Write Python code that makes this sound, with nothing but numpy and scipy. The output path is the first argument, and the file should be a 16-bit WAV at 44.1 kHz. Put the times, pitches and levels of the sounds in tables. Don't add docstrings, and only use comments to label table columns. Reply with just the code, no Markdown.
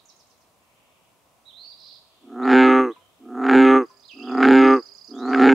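import sys
import numpy as np
from scipy import signal
from scipy.fft import rfft, irfft, next_fast_len
from scipy.io import wavfile
from scipy.ndimage import uniform_filter1d, minimum_filter1d, map_coordinates

SR = 44100
rng = np.random.default_rng(int(sys.argv[2]) if len(sys.argv) > 2 else 0)


def master(y):
    cut = np.clip(np.atleast_2d(y).T, -1, 1)
    pcm = np.round(cut * 32767)
    wavfile.write(sys.argv[1], SR, pcm.astype(np.int16))


N = 244314

# f/Hz, T60/s
BANK_DECAY = [(200, 0.082), (1000, 0.38), (8000, .1)]
TREE_DECAY = [(200, 0.84), (1000, 0.7), (3500, 1.1), (7000, .5), (14000, 0.1)]
# f/Hz, width/Hz, relative level/dB
TAUT_MODES = [(268, 37, -2.5), (391, 120, 5), (854, 110, -4.5), (1402, 180, -8), (1538, 132, -5.5),
              (2090, 180, -11), (2610, 32, -34.5), (3250, 110, -34), (4060, 570, -48), (7000, 33, -45.5),
              (8700, 1000, -41)]
# t/s, relative level/dB
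FOLD_SNAPS = [(2.4924, -16.5), (2.5167, -12), (3.4416, -20), (3.4652, -14.5), (3.4855, -14.5),
              (3.4965, -6.5), (4.4289, -2.5), (4.4426, -7.5), (4.4509, -2), (5.3329, -11.5), (5.3471, -6.5),
              (5.451, -16.5), (5.492, -2.5), (5.4916, -4.5), (5.4975, -4.5)]


def amp(db):
    return 10 ** (np.asarray(db) / 20)


def unit(x):
    return x / np.sqrt(np.mean(x ** 2) + 1e-20)


def even(x):
    power = uniform_filter1d(uniform_filter1d(x ** 2, size=1100), size=700)
    return x / np.sqrt(np.abs(power) + np.mean(x ** 2) * 1e-4)


def along(points, hz):
    f, v = np.transpose(points)
    return np.interp(np.log(hz + 1), np.log(f + 1), v)


def wobble(rate_hz):
    knots = rng.standard_normal(int(N * rate_hz / SR) + 4)
    return map_coordinates(knots, [np.arange(N) * rate_hz / SR])


def filtered(x, response):
    m = next_fast_len(N + SR // 2)
    return irfft(rfft(x, m) * response(np.fft.rfftfreq(m, 1 / SR)), m)[..., :N]


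def cut(x, kind, hz, order):
    return signal.sosfilt(signal.butter(order, hz, kind, fs=SR, output="sos"), x)


def crossover(x, kind, hz):
    return signal.sosfiltfilt(signal.butter(3, hz, kind, fs=SR, output="sos"), x)


def echo(x, decay):
    hz, t, noise = signal.stft(rng.standard_normal((2, SR)), SR, nperseg=256)
    tail = signal.istft(noise * amp(-60 * t / along(decay, hz)[:, None]), SR, nperseg=256)[1]
    delayed = np.pad(x, (300, 0))[None]
    return signal.fftconvolve(delayed, tail / np.linalg.norm(tail[0]), axes=1)[:, :N]


def air(level_db=-62):
    # f/Hz, relative density/dB
    spectrum = [(20, -23), (50, -7.5), (100, -2.5), (200, -3.5), (420, -7), (670, 0), (830, -5.5),
                (1020, -1.5), (1600, -14.5), (2600, -12.5), (4500, -17.5), (8000, -17), (15000, -21.5)]
    # f/Hz, left-right correlation
    coherence = [(60, 0.35), (160, 0.4), (400, 0.87), (1040, 0.46), (2680, 0.23)]

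    def mid_side(hz):
        angle = np.arccos(np.clip(along(coherence, hz), -1, 1)) / 2
        return amp(along(spectrum, hz)) * [np.cos(angle), np.sin(angle)]

    mid, side = filtered(rng.standard_normal((2, N)), mid_side)
    return unit(np.array([mid + side, mid - side])) * amp(level_db + 0.41 * wobble(1.3))


def bird_note(path, waver, onset_s, db, fade_s=.0045):
    path_s, path_hz, path_db = np.transpose(path)
    first = max(0, int((onset_s + path_s[0] - .005) * SR))
    last = min(N, int((onset_s + path_s[-1] + .005) * SR))
    t = np.arange(first, last) / SR - onset_s
    hz = np.interp(t, path_s, path_hz) * (1 + waver[first:last])
    gate = np.clip(np.minimum(t - path_s[0], path_s[-1] - t) / fade_s + 1, 0, 1)
    envelope = np.sqrt(2) * amp(db + np.interp(t, path_s, path_db)) * gate
    track = np.zeros(N)
    track[first:last] = envelope * np.sin(2 * np.pi * np.cumsum(hz) / SR)
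    return track


def chips(gap_s=.1073):
    # t/s, f/Hz, relative level/dB
    path = [(0, 6800, 2), (.012, 6600, -22.5), (.034, 5960, 1), (.047, 4350, -2), (.058, 3250, -19.5)]
    # start/s, length/s, first and last relative level/dB
    runs = [(-.049, .48, -42.5, -64.5), (3.867, 1.65, -58.5, -46.5)]
    track = np.zeros(N)
    for start_s, length_s, first_db, last_db in runs:
        for age_s in np.arange(0, length_s, gap_s):
            db = first_db + (last_db - first_db) * age_s / length_s
            track += bird_note(path, 0.067 * wobble(1200), start_s + age_s, db)
    return track


def slur(row, waver, arch_db=7.5):
    start_s, length_s, first_hz, middle_hz, last_hz, db = row
    u = np.linspace(-1, 1, 25)
    hz = middle_hz + (last_hz - first_hz) / 2 * u + ((first_hz + last_hz) / 2 - middle_hz) * u ** 2
    path = np.column_stack([length_s * (u + 1) / 2, hz, -arch_db * u ** 2])
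    return bird_note(path, waver, start_s, db)


def far_birds():
    # start/s, length/s, first, middle and last f/Hz, relative level/dB
    calls = [(.58, .56, 2400, 2800, 2650, -68), (2.0, .42, 3700, 3300, 3000, -66),
             (3.0, .42, 3100, 3000, 2800, -72)]
    return echo(sum(slur(row, .15 * wobble(900)) for row in calls), BANK_DECAY)


def whistles():
    # start/s, length/s, first, middle and last f/Hz, relative level/dB
    notes = [(1.456, 0.062, 3780, 3835, 3100, -48.5), (1.529, 0.22, 3420, 4394, 4620, -45),
             (1.71, 0.024, 4480, 4000, 3400, -48.5), (1.64, 0.036, 3500, 2640, 3600, -66),
             (2.423, 0.033, 3450, 4030, 4760, -49.5), (2.485, 0.082, 5500, 5000, 4600, -54),
             (2.625, 0.032, 3600, 4150, 4180, -45.5), (2.904, 0.034, 3010, 3450, 4100, -54.5),
             (2.938, .04, 3880, 2800, 2330, -64), (2.993, 0.089, 2920, 3096, 3035, -64.5),
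             (4.034, 0.039, 3396, 4170, 4175, -54), (4.08, 0.066, 4400, 2750, 2770, -45.5),
             (4.176, 0.07, 2900, 2700, 3550, -45.5), (4.258, .05, 3450, 2860, 2400, -46),
             (4.269, .09, 3480, 3460, 3300, -54), (5.135, 0.26, 3250, 4280, 5170, -50),
             (5.371, 0.032, 4750, 4180, 4000, -48.5)]
    husk = .03 * wobble(900)
    return sum(slur(row, husk) for row in notes)


def buzz(rate_hz=76, depth=.105):
    # start/s, length/s, first, middle and last f/Hz, relative level/dB
    note = (1.772, .223, 4400, 4450, 4230, -47.5)
    swing_hz = rate_hz * (1 + 0.053 * wobble(27))
    swing = depth * np.sin(2 * np.pi * np.cumsum(swing_hz) / SR)
    return slur(note, swing + .06 * wobble(1500))


def strike(track, at_s, modes, samples, attack_s):
    first = int(np.ceil(at_s * SR))
    t = np.arange(first, min(first + samples, len(track))) / SR - at_s
    hz, width_hz, db = modes.T[:, :, None]
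    partials = amp(db) * np.exp(-np.pi * width_hz * t) * np.sin(2 * np.pi * hz * t)
    track[first:first + len(t)] += partials.sum(0) * np.tanh(t / attack_s) ** 2


def gesture(row):
    start, swell_s, settle_s, drone_s, release_s, hz, first_db, peak_db, mellow_db = row
    onset_s, stop_s, fill_s, drain_s = .02, .016, .13, .033
    slack_pitch, rise_s, creep_per_s, end_sag = .87, .21, .039, .18
    ebb_db_per_s, release_db = 21.5, 15
    throat_db, late_db, open_s, close_db = -3, 15.5, .115, 9
    full, taut, spent, stop = start + np.cumsum([swell_s, settle_s, drone_s, release_s])
    t = np.arange(int((start - onset_s) * SR), min(N, int((stop + stop_s) * SR))) / SR
    held_s = np.clip(t - taut, 0, drone_s)
    letting_go = np.maximum(0, t - spent) / release_s
    rise = np.interp(t, [start, start + rise_s], [slack_pitch, 1])
    pitch_hz = hz * (rise + creep_per_s * held_s - end_sag * letting_go ** 2)
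    swell_db = np.interp(t, [start, full], [first_db, peak_db])
    voice_db = swell_db - ebb_db_per_s * held_s - release_db * letting_go
    drained = sum(amp(db - np.interp(s, t, voice_db)) * np.exp(-2 * ((t - s) / drain_s - 1) ** 2)
                  for s, db in FOLD_SNAPS if start < s < stop)
    dip_db = 0.57 * np.sqrt(drained)
    opening_db = throat_db - late_db * np.exp((start - t) / open_s)
    mellow = np.interp(t, [full - settle_s, taut, taut + drone_s / 3, spent], [0, 1, 1, 0])
    ring_db = opening_db - mellow_db * mellow - close_db * letting_go
    ragged = np.interp(t, [start, taut - .045, taut], [.88, .61, .068])
    gate = np.interp(t, [start - onset_s, start + onset_s, stop - stop_s, stop + stop_s], [0, 1, 1, 0])
    stages_s = taut - fill_s, taut, taut + drone_s / 2, spent + .018
    return t, pitch_hz, voice_db - dip_db, ring_db - dip_db, ragged, gate, stages_s


def bellow(row, cross_hz=600, wheeze_db=-43, hum_db=-39):
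    # f/Hz, width/Hz, relative level/dB
    swelling_modes = [(260.2, 37.4, 2.5), (364, 91, 4.5), (747, 48, -16), (1300, 128, -10),
                      (1710, 220, -18), (2170, 180, -44), (2700, 200, -47), (3400, 610, -45),
                      (4270, 500, -45.5), (6800, 530, -48.5), (8800, 1700, -56)]
    easing_modes = [(310, 19, 1.5), (398, 68, 0.5), (840, 120, -8.5), (1251, 31, -11), (1703, 62, -16),
                    (2026, 130, -13.5), (2470, 31, -29), (3170, 100, -28.5), (4040, 350, -34.5),
                    (6430, 45, -47.5), (8600, 1100, -39.5)]
    spent_modes = [(309.7, 25, 10), (426.5, 42, 8.5), (824, 240, -9.5), (1185, 56, -15), (1700, 104, -24.5),
                   (2070, 54, -32.5), (2660, 210, -29), (3630, 290, -47.5), (4080, 260, -47),
                   (6400, 60, -44.5), (8600, 1300, -37)]
    throat_jitter_s, sac_jitter_s, scatter_db, throb_db = .0008, .00057, 5, 2
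    flicker_db, pitch_follow, rebound, rasp = 3, .33, .4, .17
    t, pitch_hz, voice_db, ring_db, ragged, gate, stages_s = gesture(row)
    effort = amp(voice_db - voice_db.max())
    cycles = np.cumsum(pitch_hz) / SR
    pulses_s = np.interp(np.arange(cycles[-1] - 1), cycles, t)
    shapes = np.array([swelling_modes, TAUT_MODES, easing_modes, spent_modes])
    steps = np.arange(len(shapes))
    boom, ring, wheeze = np.zeros((3, len(t)))
    for s in pulses_s:
        late, strong, throb, again, stray = rng.standard_normal(5)
        rough = np.interp(s, t, ragged)
        blend = np.maximum(0, 1 - abs(np.interp(s, stages_s, steps) - steps))
        modes = np.tensordot(blend, shapes, 1)
        modes[2:, 0] *= min(1, np.interp(s, t, pitch_hz) / np.median(pitch_hz)) ** pitch_follow
        modes[:, 2] += scatter_db * rough * strong + throb_db * rough ** 4 * throb
        treble = np.clip(modes[:, 0] / 3000, 0, 1) ** 3
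        modes[:, 2] += flicker_db * treble * rng.standard_normal(len(modes))
        sac, throat, top = modes[:2], modes[2:-2], modes[-2:]
        emptied = np.interp(s, stages_s[2:], [0, 1])
        attack_s = .00017 * (np.interp(s, t, effort) + 0.0037) ** -.8 * (1 + 0.77 * emptied)
        sac_s = max(0, s - t[0] + sac_jitter_s * rough * late)
        throat_s = max(0, s - t[0] + throat_jitter_s * rough * late)
        strike(boom, sac_s, sac, 3000, attack_s + 0.0017)
        strike(ring, throat_s, throat, 900, attack_s)
        bounce_s = throat_s + 0.0027 + 0.00034 * abs(stray)
        bounce_db = 20 * np.log10(abs(rebound * rough * again) + 1e-6)
        strike(ring, bounce_s, throat + [0, 0, bounce_db], 900, attack_s)
        strike(wheeze, throat_s + 0.00067 * abs(stray), top + [70 * late, 0, 1.9 * again], 900, .0004)
    rush = cut(rng.standard_normal(len(t)), "highpass", 3400, order=3)
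    rush = unit(cut(rush, "lowpass", 3400, order=3))
    ring = even(ring)
    ring += rasp * ragged * effort * rush * uniform_filter1d(np.abs(ring), size=40)
    ring = even(crossover(cut(ring, "lowpass", 4600, order=6), "highpass", cross_hz))
    boom = even(cut(crossover(boom, "lowpass", cross_hz), "highpass", 262, order=7))
    wheeze = even(wheeze)
    fizz = rng.standard_normal(len(t)) * np.abs(ring)
    fizz = cut(cut(fizz, "lowpass", 9400, order=6), "highpass", 7200, order=3)
    wheeze = cut(wheeze + .06 * wheeze ** 2 + 1.7 * fizz, "highpass", 4500, order=4)
    hum = amp(hum_db) * effort * np.sqrt(2) * np.sin(2 * np.pi * cycles)
    voice = amp(voice_db) * (boom + amp(ring_db) * ring + amp(wheeze_db) * wheeze + hum) * gate
    return np.pad(voice, (int(t[0] * SR), N))[:N]


def squeal(row, start_hz=6840, fall=.17, length_s=.26, level_db=-61.5, octave_db=-7.5):
    t, pitch_hz, *_, (_, taut_s, mid_drone_s, _) = gesture(row)
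    progress = np.clip(1 + (t - (taut_s + mid_drone_s) / 2) / length_s, 0, 1)
    hz = start_hz * (1 - fall * progress ** 3) * (1 + 0.0049 * wobble(500)[:len(t)])
    phase = 2 * np.pi * np.cumsum(hz) / SR
    pulsing = 1 + .6 * np.sin(2 * np.pi * np.cumsum(pitch_hz) / SR)
    envelope = amp(level_db) * np.sin(np.pi * progress ** 2) * pulsing
    tone = envelope * (np.sin(phase) + amp(octave_db) * np.sin(2 * phase))
    return np.pad(tone, (int(t[0] * SR), N))[:N]


def snaps():
    upper_throat = np.array(TAUT_MODES)[3:-2]
    cracks = np.zeros(N)
    for s, db in FOLD_SNAPS:
        strike(cracks, s, upper_throat + [0, 0, db + 3], samples=900, attack_s=.0002)
    crackle = rng.standard_normal(N) * uniform_filter1d(np.abs(cracks), size=80)
    return cut(cut(cracks + .14 * crackle, "highpass", 900, order=2), "lowpass", 4600, order=3)


def frog():
    # start/s, swell/s, settle/s, drone/s, release/s, f/Hz, first and peak level/dB, mellowing/dB
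    bellows = [(2.224, .31, 0.035, 0.23, 0.12, 128.8, -54, -11, 1.5),
               (3.203, .35, 0.018, 0.2, 0.074, 131, -50, -9.5, 6),
               (4.148, .33, 0.061, 0.2, 0.063, 131.6, -48, -9.5, 5.5),
               (5.098, 0.34, .075, 0.15, 0.063, 132.2, -42, -10.5, 4.5)]
    voice = sum(bellow(row) + squeal(row) for row in bellows)
    effort = np.sqrt(np.abs(uniform_filter1d(voice ** 2, size=2000)))
    flutter = unit(cut(rng.standard_normal(N), "lowpass", 220, order=2)) * effort ** 1.8
    return voice + snaps() + amp(-35) * flutter


def plips(width_hz=14):
    # t/s, f/Hz, relative level/dB
    bubbles = [(2.962, 1003, -50), (3.9, 1030, -50)]
    track = np.zeros(N)
    for s, hz, db in bubbles:
        strike(track, s, np.array([(hz, width_hz, db + 4)]), samples=5000, attack_s=0.002)
    return track


def trill(start_s=3.8281, count=44, gap_s=.027698, slowing_s=.000095):
    # t/s, f/Hz, relative level/dB
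    path = [(-.002, 4175, -16.5), (.002, 4653, 3.5), (.008, 5080, -1), (.016, 4880, -4.5)]
    full_db, soft_start_db, grow_s, scatter_db = -45.5, 20, .32, 1
    k = np.arange(count)
    age_s = gap_s * k + slowing_s * k ** 2 / 2
    note_db = full_db - soft_start_db * np.exp(-age_s / grow_s) + scatter_db * rng.standard_normal(count)
    waver = 0.0077 * wobble(400)
    return sum(bird_note(path, waver, s, db) for s, db in zip(start_s + age_s, note_db))


def near_birds():
    chipping = amp(-7) * chips()
    song = amp(-1) * (whistles() + buzz())
    trilling = trill()
    blur = echo(amp(-3) * chipping + amp(-7) * song + amp(-12) * trilling, BANK_DECAY)
    tail = echo(amp(-5) * chipping + amp(-11) * song + amp(-14) * trilling, TREE_DECAY)
    return (chipping + song + trilling) * amp([[-9], [3]]) + (blur + tail) * amp([[-2], [1.5]])


def scene():
    croak = frog() + plips()
    low = filtered(croak, lambda hz: along([(650, 1), (1100, 0.085)], hz))
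    direct = low * amp([[-.8], [.8]]) + (croak - low) * amp([[-.1], [.1]])
    bank = amp(-31.5) * echo(croak, BANK_DECAY)
    trees = amp(-38.5) * echo(cut(croak, "highpass", 550, order=2), TREE_DECAY)
    return direct + bank + trees + amp(-2) * far_birds() + near_birds() + air()


def record(dry, ceiling_db=-2.4, top_hz=15750, fade_s=.003):
    needed = np.minimum(1, amp(ceiling_db) / (np.abs(dry).max(0) + 1e-9))
    gain = uniform_filter1d(minimum_filter1d(needed, size=161), size=161)
    fade_out = np.minimum(1, np.arange(N)[::-1] / (fade_s * SR))
    return filtered(dry * gain * fade_out, lambda hz: hz < top_hz)


dry = scene()
out = record(dry)
master(out)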